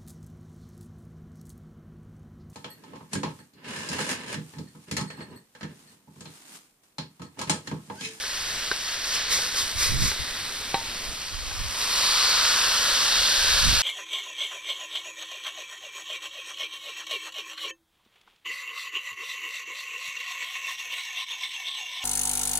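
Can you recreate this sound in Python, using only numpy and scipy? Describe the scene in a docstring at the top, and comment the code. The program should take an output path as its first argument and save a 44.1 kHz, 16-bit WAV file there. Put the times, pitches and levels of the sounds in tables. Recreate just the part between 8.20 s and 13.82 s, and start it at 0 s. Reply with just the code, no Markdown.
"""Chopped food sizzles in a wok outdoors, over the rush of a gas burner.
The sizzle is water boiling out into the oil, coloured by the hollow of the steel.
A wooden spatula knocks the pan and pushes the food about in short, hissing strokes;
the frying calms, then flares up loudly. Puffs of air buffet two microphone ports just above."""
import sys
import numpy as np
from scipy import signal
from scipy.fft import rfft, irfft, next_fast_len
from scipy.io import wavfile
from scipy.ndimage import map_coordinates

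SR = 44100
rng = np.random.default_rng(int(sys.argv[2]) if len(sys.argv) > 2 else 0)


def waveform_to_disk(signal):
    """Save audio, clipped to [-1, 1], as 16-bit WAV at the path in sys.argv[1]."""
    frames = np.transpose(np.atleast_2d(signal))
    scaled = np.clip(frames, -1, 1) * 32767
    samples = np.round(scaled).astype(np.int16)
    wavfile.write(sys.argv[1], SR, samples)


N = 247842
TOP_HZ = 15650


def amp(db):
    """Decibels to gain."""
    return 10 ** (np.asarray(db) / 20)


def unit(x):
    """Scaled to rms 1."""
    return x / np.sqrt(np.mean(x ** 2) + 1e-20)


def along(rows, hz):
    """Each column after the first, read on a log frequency axis."""
    f, *cols = np.transpose(rows)
    return [np.interp(np.log(hz + 1), np.log(f + 1), c) for c in cols]


def curves(rows, t):
    """Each column after the first, read at times t."""
    times, *cols = np.transpose(rows)
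    return [np.interp(t, times, c) for c in cols]


def swell(x, peak, rise, fall):
    """Bell of height 1 with its own width on each side."""
    return np.exp(-.5 * ((x - peak) / np.where(x < peak, rise, fall)) ** 2)


def wobble(knots_per_s):
    """Smooth random curve."""
    knots = rng.standard_normal(int(N * knots_per_s / SR) + 4)
    return map_coordinates(knots, [np.arange(N) * knots_per_s / SR])


def filtered(x, response):
    """x through the gain response(hz)."""
    size = next_fast_len(N + 8192)
    return irfft(rfft(x, size) * response(np.fft.rfftfreq(size, 1 / SR)), size)[..., :N]


def coloured(x, spectrum):
    """White sound given a spectrum, at rms 1."""
    return unit(filtered(x, lambda hz: amp(along(spectrum, hz)[0])))


def bursts(per_s, spread_db):
    """Steam bubbles burst at random: sharp clicks of unequal size."""
    size = amp(spread_db * np.clip(rng.standard_normal(N), -3, 1.9))
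    fires = rng.random(N) < per_s / SR
    return unit(fires * size * rng.choice([-1, 1], (2, N)) / np.sqrt(per_s))


def bubbles(per_s, decay_s, spread_db):
    """Tiny bubbles in the oil, each ringing for an instant at its own pitch."""
    t = np.arange(SR // 300) / SR
    when, pitch, size, phase = rng.random((int(per_s * N / SR), 4)).T[:, :, None]
    envelope = amp(spread_db * size) * np.exp(-t / decay_s)
    samples = ((when * N).astype(int) + np.arange(len(t))).ravel()
    rings = [envelope * np.sin(2 * np.pi * (TOP_HZ * pitch * t + p)) for p in (0, phase)]
    return unit(np.array([np.bincount(samples, ring.ravel(), N)[:N] for ring in rings]))


# frying strength: t/s, level/dB
FRY_LEVEL = [(0, -32), (.3, -31), (.6, -32), (1.0, -28), (1.3, -30.5), (1.55, -32), (2.3, -35),
             (3.2, -35.5), (3.5, -33), (3.61, -27), (3.67, -29), (3.78, -23.5), (4.0, -23), (4.3, -22.5),
             (4.62, -23.5), (4.82, -22.5), (5.13, -23), (5.35, -22.5), (5.62, -22)]
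# sizzle spectrum: f/Hz, level/dB
SIZZLE_SPECTRUM = [(100, -31), (300, -23), (550, -11.5), (790, -14.5), (980, -8), (2200, -5.5), (3200, -3),
                   (4300, 0), (5500, -2.6), (7000, -6.5), (9000, -12.5), (10700, -16.5), (12500, -17.5),
                   (15200, -30)]


def frying(t):
    """Water boils out of the food into the oil: the louder it fries, the denser the bursts."""
    level_db, = curves(FRY_LEVEL, t)
    for at_s, *_ in HISS_SWELLS:  # the level dips briefly before each swell peaks
        level_db -= 2.4 * swell(t, at_s - .075, 0.023, 0.025)
    steam = bursts(per_s=2500 * amp(level_db + 35), spread_db=3.5)
    oil = amp(-3) * bubbles(per_s=3500, decay_s=0.00067, spread_db=3.0)
    hiss = rng.standard_normal((2, N))
    spits = amp(-18) * bursts(per_s=110, spread_db=2.5)
    sizzle = coloured(steam + oil + hiss + spits, SIZZLE_SPECTRUM)
    return amp(level_db + 1.0 + 0.2 * wobble(110)) * sizzle


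def hollow_db(hz, centre_hz, width_oct, boost_db, dip_db):
    """An echo off curved steel lifts one band and cancels the one above."""
    octaves = np.log2((hz + 1) / centre_hz)
    resonance = swell(octaves, 0, width_oct, width_oct)
    dip = swell(octaves, width_oct + 0.23, 0.17, 0.17)
    return boost_db * resonance - dip_db * dip


def patches(hz, t, width_hz, length_s):
    """Fizz shifts between patches of food: a smooth random field of rms 1."""
    grid = np.meshgrid(hz / width_hz, t / length_s, indexing="ij")
    knots = rng.standard_normal([int(axis.max()) + 2 for axis in grid])
    return unit(map_coordinates(knots, grid))


# wok resonance: t/s, f/Hz, width/oct, boost/dB, dip above/dB
WOK_HOLLOW = [(0, 1740, 0.19, 4.5, 1.5), (1.5, 1680, 0.28, 4, 1), (2.2, 1650, 0.51, 5, 2),
              (2.9, 1200, 0.43, 0, -1), (3.45, 950, 0.45, 4.5, 1.5), (3.8, 1070, 0.22, 3.5, -1),
              (4.27, 1310, 0.39, 6, 2), (4.65, 1480, 0.38, 5, 6), (5.05, 1580, 0.21, 4.5, 3),
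              (5.3, 1580, 0.15, 7, 2.5), (5.62, 1530, 0.15, 5, 3)]
# hiss band focused by the curved steel: t/s, f/Hz, boost/dB
WOK_FOCUS = [(0, 4000, -1.6), (2.2, 3970, 2), (3.1, 3900, -.5), (3.5, 3950, -2.5), (3.85, 4150, 2.5),
             (4.08, 4450, 3), (4.45, 4100, -0.7), (4.75, 3850, 0.3), (5.02, 4130, 2.5), (5.16, 3950, 2.5),
             (5.4, 3950, 3), (5.62, 3970, -0.2)]
# treble shelf of the sizzle: t/s, level/dB
TREBLE_SHELF = [(0, 0), (.33, -0.3), (.7, -1.5), (1.05, -4), (1.5, 3.5), (2.03, 1.5), (2.3, 3.5), (2.68, 1),
                (2.85, 2.5), (3.15, -0.5), (3.58, 1.7), (3.78, 1), (4.15, -1.5), (4.6, 0), (4.93, -2),
                (5.25, 0.5), (5.62, -1.5)]


def wok_colour(sizzle):
    """Resonance, dip and focus shift with the listening angle; the treble comes and goes."""
    hz, t, spectra = signal.stft(sizzle, SR, nperseg=1024)
    f = hz[:, None]
    focus_hz, focus_db = curves(WOK_FOCUS, t)
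    treble_db, = curves(TREBLE_SHELF, t)
    colour_db = hollow_db(f, *curves(WOK_HOLLOW, t))
    colour_db += focus_db * swell(f, focus_hz, 600, 560)
    colour_db += treble_db * swell(f, 8400, 600, np.inf)
    colour_db += .6 * patches(hz, t, width_hz=300, length_s=.1)
    return signal.istft(spectra * amp(colour_db), SR, nperseg=1024)[1][:, :N]


# flame rush: t/s, level/dB
FLAME_LEVEL = [(0, -49.5), (.38, -43), (.65, -47), (1.2, -43), (1.5, -44.5), (2.1, -43), (2.35, -43),
               (2.85, -41), (3.08, -47.5), (3.45, -45), (3.7, -44), (4.4, -42.5), (5.62, -44)]
# flame spectrum: f/Hz, level/dB
FLAME_SPECTRUM = [(30, 10), (150, 1.5), (330, -.7), (600, -1.5), (1100, -5), (2500, -0.5), (6000, -39),
                  (15000, -32)]


def burner(t):
    """The gas flame rushes under the pan, wavering in the draught."""
    level_db, = curves(FLAME_LEVEL, t)
    return amp(level_db + 0.24 * wobble(5.4)) * coloured(rng.standard_normal((2, N)), FLAME_SPECTRUM)


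def band_noise(lo_hz, hi_hz, samples):
    """Two channels of band-passed noise."""
    band = signal.butter(4, [lo_hz, hi_hz], "band", fs=SR, output="sos")
    return signal.sosfilt(band, rng.standard_normal((2, samples)))


# spatula blows: t/s, level/dB, place (0 rim, 1 belly)
SPATULA_KNOCKS = [(0.038, -29.5, 0.11), (0.5147, -16.5, 0.028), (1.189, -25.5, 0.31), (1.347, -31, 0.24),
                  (1.607, -43, 0.23), (1.916, -22, 0.35), (2.5431, -15.5, 0.85), (3.311, -30.5, 0.41),
                  (5.245, -25, .1)]
# wok and spatula modes: f/Hz, t60/s, level at rim/dB, level at belly/dB
WOK_MODES = [(165, 0.036, -21, -6), (306, 0.03, -20, -10), (418, 0.034, -9, -14), (530, 0.057, -22, -10.5),
             (796, 0.14, -38, -0.5), (816, 0.054, -18, 0), (913, 0.27, -31, -6), (1120, 0.046, -25, -5),
             (1540, 0.032, 3.5, -10), (1600, .057, -23, -25), (1930, 0.055, -12, -10),
             (2230, 0.023, -26, -7), (2930, 0.049, -11, -15), (3870, 0.08, -18, -8),
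             (4030, 0.036, -4.5, -21), (4180, 0.05, -22, -2.5), (4900, 0.027, -10, -21)]


def knocks():
    """Wood on steel: the place of the blow weights the modes, and the food damps them quickly."""
    bounce_s, bounce_db, attack_s = 0.0022, -4.5, 0.000085
    out = np.zeros((2, N + SR))
    t = np.arange(SR // 3) / SR
    for at_s, level_db, place in SPATULA_KNOCKS:
        ring = 0
        for hz, t60_s, rim_db, belly_db in WOK_MODES:
            mode_db = rim_db + place * (belly_db - rim_db)
            phase_cycles = 0.4 * rng.random()  # modes start nearly in step
            ring += amp(mode_db - 60 * t / t60_s) * np.sin(2 * np.pi * (hz * t + phase_cycles))
        contact = amp(-2 - 60 * t / 0.012)
        paving_scatter = amp(-9 - 60 * t / 0.18)
        clack = (contact + paving_scatter) * band_noise(500, 3300, len(t))
        bounces = 0
        for k in (1, 2):  # the wood bounces twice on the thin rim
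            since_s = t - k * bounce_s
            bounces += (since_s > 0) * amp(k * bounce_db - 60 * since_s / 0.018)
        chatter = amp(9) * (1 - place) * bounces * band_noise(3970, 4940, len(t))
        blow = (clack + chatter + np.outer([1, .3], ring)) * (1 - np.exp(-t / attack_s))
        start = round(at_s * SR)
        out[:, start:start + len(t)] += amp(level_db) * blow
    return out[:, :N]


# short swells of hiss: spatula strokes, and a bright flash as the frying flares up
# t/s, level/dB, rise/s, fall/s, resonance f/Hz
HISS_SWELLS = [(.88, -32, 0.031, 0.03, 1900), (.957, -28, 0.027, 0.017, 2520),
               (1.13, -20.5, 0.018, 0.041, 2000), (1.224, -32, .016, 0.073, 1690),
               (1.392, -24, 0.025, 0.032, 1760), (1.627, -22.5, 0.034, 0.064, 2140),
               (1.868, -24.5, 0.058, 0.042, 2080), (3.65, -32.5, 0.094, 0.045, 1100)]
# spectrum of the swells: f/Hz, level/dB
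SWELL_SPECTRUM = [(150, -27), (500, -14.5), (790, -24.5), (1100, -9), (1700, -14.5), (2800, -8),
                  (3700, -3.5), (5400, -2.5), (7500, -8), (10500, -16), (12500, -16.5), (15200, -29)]


def hiss_swells(t):
    """Wet food hisses on hot steel, pushed by the spatula or flaring up; the wok colours each swell."""
    clicks = bursts(per_s=1800, spread_db=3)
    hiss = amp(8) * rng.standard_normal((2, N))
    grit = coloured(clicks + hiss, SWELL_SPECTRUM) * amp(0.7 * wobble(90))
    out = np.zeros((2, N))
    for at_s, level_db, rise_s, fall_s, centre_hz in HISS_SWELLS:
        colour = lambda hz: amp(hollow_db(hz, centre_hz, width_oct=0.28, boost_db=5.5, dip_db=7))
        out += filtered(amp(level_db) * swell(t, at_s, rise_s, fall_s) * grit, colour)
    return out


# air puffs on the ports: t/s, level/dB, rise/s, left minus right/dB
AIR_PUFFS = [(1.41, -40, 0.015, -6), (1.575, -30.5, 0.022, -6), (1.735, -24, 0.045, -4.5),
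             (1.83, -22, 0.026, -4), (2.005, -33.5, 0.0098, 15), (2.88, -34.5, 0.013, -5),
             (3.144, -35.5, 0.012, -14.5), (3.26, -36, 0.09, -1.5), (3.415, -28.5, 0.033, 0),
             (5.0, -39.5, 0.023, 18), (5.21, -37.5, 0.027, 12), (5.32, -30.5, 0.052, 3.5),
             (5.47, -24, 0.05, -4)]
# eddy spectrum: f/Hz, level/dB
EDDY_SPECTRUM = [(15, -2.5), (55, 0), (110, -4.5), (170, -7.5), (260, -17), (450, -30), (1000, -73),
                 (3000, -110)]


def wind(t):
    """Puffs ride on a light breeze, most hitting one port harder; stronger air rumbles higher."""
    breeze_db, fall_per_rise, rumble_hz = -54, 1.88, 95
    rough_from_db, rough_range_db = -30, 9
    power = amp(breeze_db - 3.5 * wobble(12)) ** 2
    for at_s, puff_db, rise_s, side_db in AIR_PUFFS:
        port_gains = amp([[puff_db + side_db / 2], [puff_db - side_db / 2]])
        power = power + (port_gains * swell(t, at_s, rise_s, fall_per_rise * rise_s)) ** 2
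    level_db = 10 * np.log10(power)
    eddies = coloured(rng.standard_normal((2, N)), EDDY_SPECTRUM)
    rumble = filtered(eddies, lambda hz: 1 / (1 + (hz / rumble_hz) ** 4))
    roughness = np.clip((level_db - rough_from_db) / rough_range_db, 0, 1)
    return amp(level_db + 0.86 * wobble(30)) * (rumble + roughness * (eddies - rumble))


# paths from wok to ports: f/Hz, coherence, left lead/rad, left minus right/dB
PORT_PATHS = [(100, 0.91, 0, 0), (1400, 0.9, 0.37, -1), (2350, 0.57, 0, 0), (4420, 0.85, -1, 0),
              (5370, 0.87, -1, 1.5), (7375, 1, -3.5, 0), (7980, 0.52, -2.5, -12.5), (8030, 1, -3, -5.5),
              (8700, 0.44, -0.5, -6.5), (9440, 0.34, -2, -6.5), (12000, .27, -1.5, -3.5),
              (15000, .2, -3.5, -5)]


def at_ports(pair):
    """Row 0 reaches both ports, row 1 is scattered; the housing delays and shades the left port."""
    def response(hz):
        coherence, lead_rad, tilt_db = along(PORT_PATHS, hz)
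        mix_rad = np.arccos(np.clip(coherence, 0, .99)) / 2
        common, scattered = np.cos(mix_rad), np.sin(mix_rad)
        shade = amp([tilt_db / 2, -tilt_db / 2]) * np.exp(.5j * np.array([lead_rad, -lead_rad]))
        shade /= np.sqrt(np.mean(abs(shade) ** 2, axis=0))
        return shade[:, None] * np.array([[common, scattered], [common, -scattered]])
    return filtered(pair, response).sum(axis=1)


def scene():
    """The wok and its flame at the two ports, with the wind on top."""
    t = np.arange(N) / SR
    cooking = wok_colour(frying(t)) + hiss_swells(t) + knocks() + burner(t)
    return at_ports(cooking) + wind(t)


def record(dry):
    """Brick-wall low-pass at TOP_HZ."""
    return filtered(dry, lambda hz: hz < TOP_HZ)


dry = scene()
out = record(dry)
waveform_to_disk(out)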